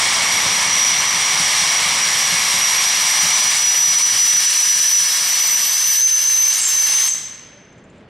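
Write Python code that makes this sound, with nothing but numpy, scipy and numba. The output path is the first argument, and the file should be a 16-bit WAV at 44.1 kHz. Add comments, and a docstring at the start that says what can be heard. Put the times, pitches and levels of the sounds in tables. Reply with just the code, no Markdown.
"""A safety valve blows off steam on a locomotive creeping through a yard in a valley.
Shaped noise makes the hiss; a trembling tone and its octave make the whistle, which clears and climbs.
Short sliding tones squeal as the valve chatters, then the steam stops and the hills ring on.
Noise ringing in a chimney makes the chuffing engine, over a faint hush. Pitch dips make a small bird."""
import sys
import numpy as np
from scipy import signal
from scipy.fft import rfft, irfft
from scipy.io import wavfile
from scipy.ndimage import uniform_filter1d
from numba import njit

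SR = 44100
rng = np.random.default_rng(int(sys.argv[2]) if len(sys.argv) > 2 else 0)


def generate_wav(sig):
    """Save sig (samples, or channels by samples) to the path in sys.argv[1] as 16-bit PCM at SR."""
    pcm = np.round(np.clip(np.atleast_2d(sig).T, -1, 1) * 32767).astype(np.int16)
    wavfile.write(sys.argv[1], SR, pcm)


N = 356749
TIME = np.arange(N) / SR  # seconds

# level of the engine's rumble as heard, which the beats follow, before trims: time_s [s], level_db [dB]
RUMBLE_LEVEL = [(0.0, -38.5), (1.3, -42.5), (2.37, -42), (5.0, -53), (5.57, -51), (6.02, -57.5),
                (8.09, -45)]


def gain_of(db):
    """Turn decibels into an amplitude factor."""
    return 10 ** (np.asarray(db) / 20)


def evened(x):
    """Scale a signal to an average power of 1."""
    return x / np.sqrt(np.mean(abs(x) ** 2) + 1e-20)


def read(points, hz):
    """Read a table at any frequency, with straight lines along a log frequency scale."""
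    f, value = np.transpose(points)
    return np.interp(np.log(hz + 1), np.log(f + 1), value)


def curves(rows, t):
    """Read every column of a timed table at times t, with straight lines between rows."""
    s, *columns = np.transpose(rows)
    return [np.interp(t, s, c) for c in columns]


def add(mix, start_s, sound):
    """Add a sound into the mix at its start time, cut off at the end of the mix."""
    part = mix[round(start_s * SR):][:len(sound)]
    part += sound[:len(part)]


def noise(db_of, patchy_db, flicker_db):
    """Random short-time spectra shaped by db_of(t, hz), with drifting patches and a shared flicker."""
    frames, hz = N // 128 + 5, np.fft.rfftfreq(512, 1 / SR)[:, None]
    a, b, patches = rng.standard_normal((frames, 257, 3)).T
    patches = uniform_filter1d(patches, size=6, axis=0)
    patches = evened(uniform_filter1d(patches, size=24, axis=1))
    flicker = evened(uniform_filter1d(rng.standard_normal(frames), size=8))
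    db = db_of(np.arange(frames) * 128 / SR, hz) + patchy_db * patches
    db = db + flicker_db * np.sqrt(hz / 8000) * flicker  # the treble flickers most
    spectra = (a + 1j * b) * gain_of(db)
    return signal.istft(spectra, nperseg=512, noverlap=384)[1][:N]


@njit
def smooth(x, share):
    """One-pole low-pass whose speed changes from sample to sample, power kept."""
    out, state = np.empty_like(x), 0j
    for i in range(len(x)):
        state += share[i] * (x[i] - state)
        out[i] = state * np.sqrt((2 - share[i]) / share[i])
    return out


def waver(width_hz):
    """Complex noise of about power 1 that wanders within about width_hz, with steep skirts."""
    a, b = rng.standard_normal((len(width_hz), 2)).T
    share = 1 - np.exp(-np.pi * width_hz.clip(1) / SR)
    wide = 1 - (1 - share) ** 4
    return smooth(smooth(a + 1j * b, share), wide) * np.sqrt(wide / 4)


def flutter():
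    """A slow random swing of power 1: many sines from 1.5 to 12 Hz with random starting phases."""
    hz = np.geomspace(1.5, 12, num=24)[:, None]
    coarse = TIME[::64]
    swings = np.sin(2 * np.pi * (hz * coarse + rng.random(hz.shape))) / hz ** 0.21
    return np.interp(TIME, coarse, evened(swings.sum(0)))


def jet():
    """Turbulent steam rings in the valve pipe; the colour shifts up as the valve closes."""
    # steam jet: time_s [s], level_db [dB before trims], closure [0 open to 1 nearly shut]
    jet_course = [(0.0, -18, 0.01), (1.0, -20.5, 0.01), (1.5, -19, 0.09), (2.7, -21, 0.19),
                  (3.35, -20.5, 0.3), (3.65, -24.5, 0.45), (4.4, -26, 0.65), (4.9, -27.5, 0.83),
                  (5.15, -25.5, 0.74), (5.45, -25.5, 0.57), (5.9, -29, 0.83), (6.03, -32.5, 0.87),
                  (6.45, -29, 0.69), (6.6, -28.5, 0.63), (6.8, -29, 0.72), (7.09, -24.5, .5)]
    # hiss colour with the valve wide open: pitch_hz [Hz], level_db [dB per Hz, relative]
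    open_colour = [(250, -30.5), (500, -17), (1000, -3.5), (1450, -12), (2000, -4.5), (2580, -9.5),
                   (3500, -6), (4700, -9.5), (5700, -9), (6100, -8), (9000, -8), (11000, -19),
                   (13000, -27.5), (15800, -32.5)]
    # hiss colour with the valve nearly shut: pitch_hz [Hz], level_db [dB per Hz, relative]
    shut_colour = [(250, -40.5), (500, -19), (1000, -11), (1450, -12), (2000, -6.5), (2550, -9), (3500, -9),
                   (4700, -3), (5400, 4), (6500, -3.5), (9000, -4.5), (11000, -8), (13000, -16.5),
                   (15800, -26)]
    # rings of the valve pipe: pitch_hz [Hz], width_hz [Hz, where the lift has halved],
    # open_lift_db [dB], nearly_shut_lift_db [dB]
    pipe_rings = [(1175, 300, 3, 3.5), (1732, 236, 3, 10.5), (2225, 243, 9.5, 5.5), (2776, 265, 2.5, 9.5),
                  (3250, 500, 3.5, 8.5), (3915, 140, 0.5, 8.5), (4320, 330, 3.5, 6.5),
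                  (4980, 290, 6.5, 5.5), (5490, 270, 6.5, 5.5), (8800, 520, -0.5, 3),
                  (9880, 200, 2.5, -0.5), (8200, 250, 3.5, -1), (10400, 250, 1, 0)]
    top_open_db, top_shut_db = -2.5, 6.5  # treble lift, coming in around 7 kHz

    def field(t, hz):
        """Level of the hiss at each time and frequency."""
        level_db, closure = curves(jet_course, t)
        pipe_db = 0
        for ring_hz, width_hz, open_db, shut_db in pipe_rings:
            lift_db = open_db * (1 - closure) + shut_db * closure
            pipe_db = pipe_db + lift_db / (1 + (2 * (hz - ring_hz) / width_hz) ** 2)
        colour_db = read(open_colour, hz) * (1 - closure) + read(shut_colour, hz) * closure
        top_db = top_open_db * (1 - closure) + top_shut_db * closure
        return level_db + colour_db + pipe_db + top_db / (1 + (7000 / hz.clip(1)) ** 6)

    return gain_of(-13) * noise(field, patchy_db=0.53, flicker_db=1.32)


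def whistle():
    """An edge tone in the valve gap: a steady part and a wavering part, with its octave."""
    # pitch before it trembles: time_s [s], pitch_hz [Hz]
    pitch_course = [(0, 5725), (.5, 5775), (1, 5805), (1.5, 5768), (2.75, 5782), (3.3, 5845), (3.6, 5868),
                    (4.3, 5910), (5.4, 5925), (5.5, 6045), (5.575, 5935), (5.65, 5935), (5.705, 6095),
                    (5.765, 6000), (5.81, 6120), (5.835, 6030), (5.852, 6115), (5.875, 6020), (5.96, 6020),
                    (6.015, 6180), (6.19, 6095), (6.29, 6185), (6.33, 6120), (6.49, 6115), (6.57, 6260),
                    (6.625, 6480), (6.69, 6295), (6.745, 6135), (6.85, 6125), (6.93, 6155), (7.0, 6165),
                    (7.05, 6225), (7.095, 6400)]
    # strength: time_s [s], level_db [dB before flutter], roughness [0-1], fuzz_width_hz [Hz]
    whistle_course = [(0, -26, .9, 110), (.9, -17.5, 0.93, 90), (1.38, -22.5, 1, 100),
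                      (1.55, -21, 0.85, 200), (1.7, -20.5, 0.98, 90), (2.3, -22, .7, 90), (3, -21, .45, 60),
                      (3.45, -19.5, 0.5, 45), (3.65, -17.5, .35, 39.7), (4.97, -16, 0.29, 40),
                      (5.08, -23.5, 0.2, 39.8), (5.36, -18.5, 0.18, 39.9), (5.95, -19.5, 0, 40),
                      (6.03, -12, 0.2, 40), (6.2, -20, 0.2, 40.2), (6.46, -11.5, 0.27, 40),
                      (6.53, -27, 0.4, 80), (6.63, -25, 1, 200), (6.675, -21, 0.4, 50),
                      (6.78, -18, 0.1, 50), (6.94, -19, 0.5, 55), (7.03, -10, .45, 58.3),
                      (7.1, -24, 0.3, 60)]
    # the octave is strong at some pitches and weak at others:
    # whistle_pitch_hz [Hz], octave_db [dB before roughness and flutter]
    octave_strength = [(5720, -47), (5780, -28.5), (5870, -35), (5915, -36.5), (5950, -24.5), (6020, -25.5),
                       (6090, -35.5), (6130, -30.5), (6170, -35), (6270, -23), (6450, -45)]
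    tremble_hz, flutter_db, octave_flutter_db = 10.8, 1, 2  # typical size of each random swing
    rough_octave_db = -11  # a rough whistle loses its octave

    (hz,) = curves(pitch_course, TIME)
    level_db, rough, width_hz = curves(whistle_course, TIME)
    rough = rough.clip(0, 1)
    hz = hz + tremble_hz * flutter()
    level_db = level_db + flutter_db * flutter()
    octave_db = read(octave_strength, hz) + rough_octave_db * rough + octave_flutter_db * flutter()
    body = np.sqrt(1 - rough ** 2) + rough * waver(width_hz)
    tone = body * np.exp(2j * np.pi * np.cumsum(hz) / SR)
    octave = tone ** 2 / (abs(tone) + 0.13)  # the wave steepens: twice the phase
    return np.sqrt(2) * (gain_of(level_db) * tone + gain_of(octave_db) * octave).real


def chuffs():
    """Times and levels of the exhaust beats of an engine that slowly speeds up, four beats a turn."""
    # beats in one turn of the crank: place [0-1 of a turn], over_db [dB over the rumble, before trims]
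    beats = [(0, 16), (.235, 10), (.49, 7), (.72, 9)]
    # trim of the beats' loudness, one value a turn: level_db [dB]
    turn_level = [-6, -2, 1, -1.5, 4, -1, -0.5, -4, -11, -6]
    first_turn_s, turns_per_s, speedup_per_s2 = .453, 1.054, .02  # speed is that at first_turn_s
    beat_spread_db = 1

    place, over_db = np.transpose(beats)
    turns = (np.arange(-1, 9)[:, None] + place).ravel()
    speed = np.sqrt(turns_per_s ** 2 + 2 * speedup_per_s2 * turns)  # turns per second at each beat
    s = first_turn_s + (speed - turns_per_s) / speedup_per_s2
    db = curves(RUMBLE_LEVEL, s)[0] + np.add.outer(turn_level, over_db).ravel()
    db = db + beat_spread_db * rng.standard_normal(len(s))
    heard = (s > 0) & (s < TIME[-1])
    return zip(s[heard], db[heard])


def engine():
    """A low rumble, and puffs of exhaust that ring in the chimney."""
    # rumble colour: pitch_hz [Hz], level_db [dB per Hz, relative]
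    rumble_colour = [(15, -46.5), (25, -14), (150, 1), (184, 1.5), (253, -1.5), (298, -6), (540, -5.5),
                     (606, -7), (745, -12), (2240, -21), (5600, -39), (6000, -44), (7800, -78.5),
                     (13200, -120)]
    # chimney rings: pitch_hz [Hz], width_hz [Hz, between points 6 dB down], level_db [dB, relative]
    chimney_rings = [(101, 27, -7.5), (174.6, 31, -3), (272, 50, -13.5), (566, 60, -11)]

    hz = np.fft.rfftfreq(N, 1 / SR)
    coloured = rfft(rng.standard_normal(N)) * gain_of(read(rumble_colour, hz))
    rumble = gain_of(0.5 + curves(RUMBLE_LEVEL, TIME)[0]) * evened(irfft(coloured, N))
    chimney = sum(gain_of(db) / (1 + 2j * (hz - f) / w) ** 2 for f, w, db in chimney_rings)
    puff = evened(irfft(rfft(rng.standard_normal(N)) * chimney, N))

    t, pressure, blows = np.arange(8000) / SR, np.zeros(N), np.zeros(N)
    for s, db in chuffs():
        # steam pressure jumps up in a few milliseconds, then falls 60 dB per 0.33 s
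        add(pressure, s, gain_of(db - 60 * t / 0.33) * (1 - np.exp(-t / 0.0047)))
        add(blows, s, [gain_of(db)])
    ring = irfft(chimney, N)  # each beat also knocks the chimney once
    thump = irfft(rfft(blows) * chimney, N) / abs(ring).max()
    return rumble + gain_of(-8.5) * pressure * puff + gain_of(-0.5) * thump


def air():
    """The still air of the yard: a faint hush of shaped noise."""
    # hush colour: pitch_hz [Hz], level_db [dB per Hz, relative]
    hush_colour = [(880, -24), (1500, -0.5), (3000, -6), (5790, -20), (5990, -21), (7130, -19),
                   (11000, -36), (14300, -74.5), (22000, -120)]
    hush = noise(lambda t, hz: read(hush_colour, hz) + 0 * t, patchy_db=-0.5, flicker_db=3.0)
    return gain_of(-60) * evened(hush)


def valley(x):
    """Countless echoes through restless air: each band's power lingers and dies, with random phase."""
    # how long the hills ring: pitch_hz [Hz], fade_s [s to fall by 60 dB]
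    hill_fade = [(200, 0.56), (700, 1.3), (1400, 2.16), (2500, 1.6), (4200, 1.07), (6200, 0.91),
                 (8000, 0.66), (10000, 0.54), (14000, 0.58)]
    hz, t, z = signal.stft(x, SR, nperseg=1024, noverlap=768)
    # share of the power kept from one frame to the next
    far = gain_of(-120 * t[1] / read(hill_fade, hz))
    near = gain_of(-120 * t[1] / 0.41)  # 0.41 s to fall by 60 dB
    power = np.array([signal.lfilter([0, 0, 1 - k], [1, -k], p) for k, p in zip(far, abs(z) ** 2)])
    power /= 1 + (hz[:, None] / 11000) ** 4  # the long path loses treble
    # wagons and sheds close by
    power += gain_of(-6.0) ** 2 * signal.lfilter([0, 1 - near], [1, -near], abs(z) ** 2)
    a, b = rng.standard_normal((len(t), len(hz), 2, 2)).T  # two independent echoes
    echoes = np.sqrt(power) * (a + 1j * b)
    return signal.istft(echoes, SR, nperseg=1024, noverlap=768)[1][:, :N]


def squeals():
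    """Short, ragged tones as the valve disc chatters on its seat; the last is an echo of the whistle."""
    # tones: start_s [s], length_s [s], start_hz [Hz], end_hz [Hz], level_db [dB before raggedness]
    squeal_list = [(6.505, 0.057, 8250, 8150, -33), (6.53, 0.043, 6900, 6800, -29),
                   (6.533, 0.014, 5700, 5650, -30), (6.558, .04, 9200, 9300, -30.5),
                   (6.583, 0.024, 9100, 8350, -27), (6.598, 0.041, 7560, 7600, -22),
                   (6.608, .04, 8750, 8700, -30.5), (6.61, 0.041, 8200, 8200, -28),
                   (6.648, 0.037, 7370, 7380, -19), (6.66, .04, 8500, 8260, -32),
                   (6.682, 0.032, 7520, 7400, -24), (6.73, .022, 7460, 7450, -31),
                   (6.79, .022, 7480, 7480, -40), (7.068, 0.019, 8340, 8700, -20.5),
                   (7.085, 0.015, 7800, 7680, -18), (7.089, 0.011, 6950, 6800, -25),
                   (7.107, 0.038, 6300, 6180, -19.5)]
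    out, ragged = np.zeros(N), 0.79 + 0.92 * waver(np.full(N, 250.))
    for s, length_s, start_hz, end_hz, db in squeal_list:
        hz = np.linspace(start_hz, end_hz, round(length_s * SR))
        wobble = ragged[round(s * SR):][:len(hz)] * signal.windows.tukey(len(hz), .4)
        tone = (wobble * np.exp(2j * np.pi * np.cumsum(hz) / SR)).real
        add(out, s, gain_of(db) * np.sqrt(2) * tone)
    return out


def bird():
    """Each chip sweeps down and up again, loudest at the bottom; branches smear a near echo."""
    # chips: lowest_point_s [s], lowest_hz [Hz], level_db [dB at the lowest point]
    chip_list = [(7.729, 7000, -55), (7.784, 6900, -53), (7.843, 6900, -51), (7.902, 6900, -51),
                 (7.961, 7000, -62), (7.984, 7000, -55)]
    t, out = np.arange(-300, 300) / SR, np.zeros(N)
    for s, low_hz, db in chip_list:
        hz = low_hz + 3200 * (abs(t) / 0.006) ** 1.6
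        loudness = gain_of(db - 24 * abs(t) / 0.0089) * np.hanning(len(t)) ** .5
        add(out, s + t[0], np.sin(2 * np.pi * np.cumsum(hz) / SR) * loudness)
    late = np.arange(2500) / SR
    # the echo starts after 7 ms and falls 60 dB per 0.08 s
    smear = rng.standard_normal(len(late)) * gain_of(-60 * late / .08) * (late > .007)
    return out + gain_of(-9) * signal.oaconvolve(out, smear / np.linalg.norm(smear))[:N]


def scene():
    """Mix steam, echoes, engine, hush and bird into a middle and a side signal, then left and right."""
    # strength of the side signal: pitch_hz [Hz], level_db [dB before trims]
    side_colour = [(60, -30), (110, -36.5), (200, -50), (380, -36.5), (700, -11.5), (1290, -19),
                   (2380, -12), (4400, -18), (8120, -14.5), (15000, -55)]
    opening = np.clip((7.095 - TIME) / 0.0105, 0, 1)  # the valve snaps shut
    steam = opening * (jet() + whistle()) + squeals()
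    echo, scattered = valley(steam)
    chuffing, chips = engine(), bird()
    mid = gain_of(0.5) * steam + gain_of(-3.0) * echo + chuffing + air() + chips
    # left and right differ through scattered echoes and slightly delayed engine and bird
    delayed = np.roll(chuffing, shift=700) + gain_of(6) * np.roll(chips, shift=12)
    apart = scattered + gain_of(1.0) * delayed
    side_db = -1.0 + read(side_colour, np.fft.rfftfreq(N, 1 / SR))
    side = irfft(rfft(apart) * gain_of(side_db), N)
    side += gain_of(-10) * air()  # the hush comes from all around
    return gain_of([[-.1], [.1]]) * np.array([mid + side, mid - side])


def record(dry):
    """Quick gain control pulls the level toward its running mean, peaks round off; then the band limit."""
    power_db = 10 * np.log10(abs(uniform_filter1d((dry ** 2).mean(0), size=500)) + 1e-12)
    over_db = power_db - uniform_filter1d(power_db, size=15000)
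    loud = np.clip((power_db + 30) / 5, 0, 1)  # it only acts on loud sound
    held = dry / gain_of(0.57 * uniform_filter1d(loud * over_db, size=200))
    rounded = 1.115 * np.tanh(held / 1.08)
    edge = signal.firwin(2047, 15770, window=("kaiser", 12), fs=SR)  # low-pass, edge in Hz
    return signal.oaconvolve(rounded, edge[None], "same")


dry = scene()
out = record(dry)
generate_wav(out)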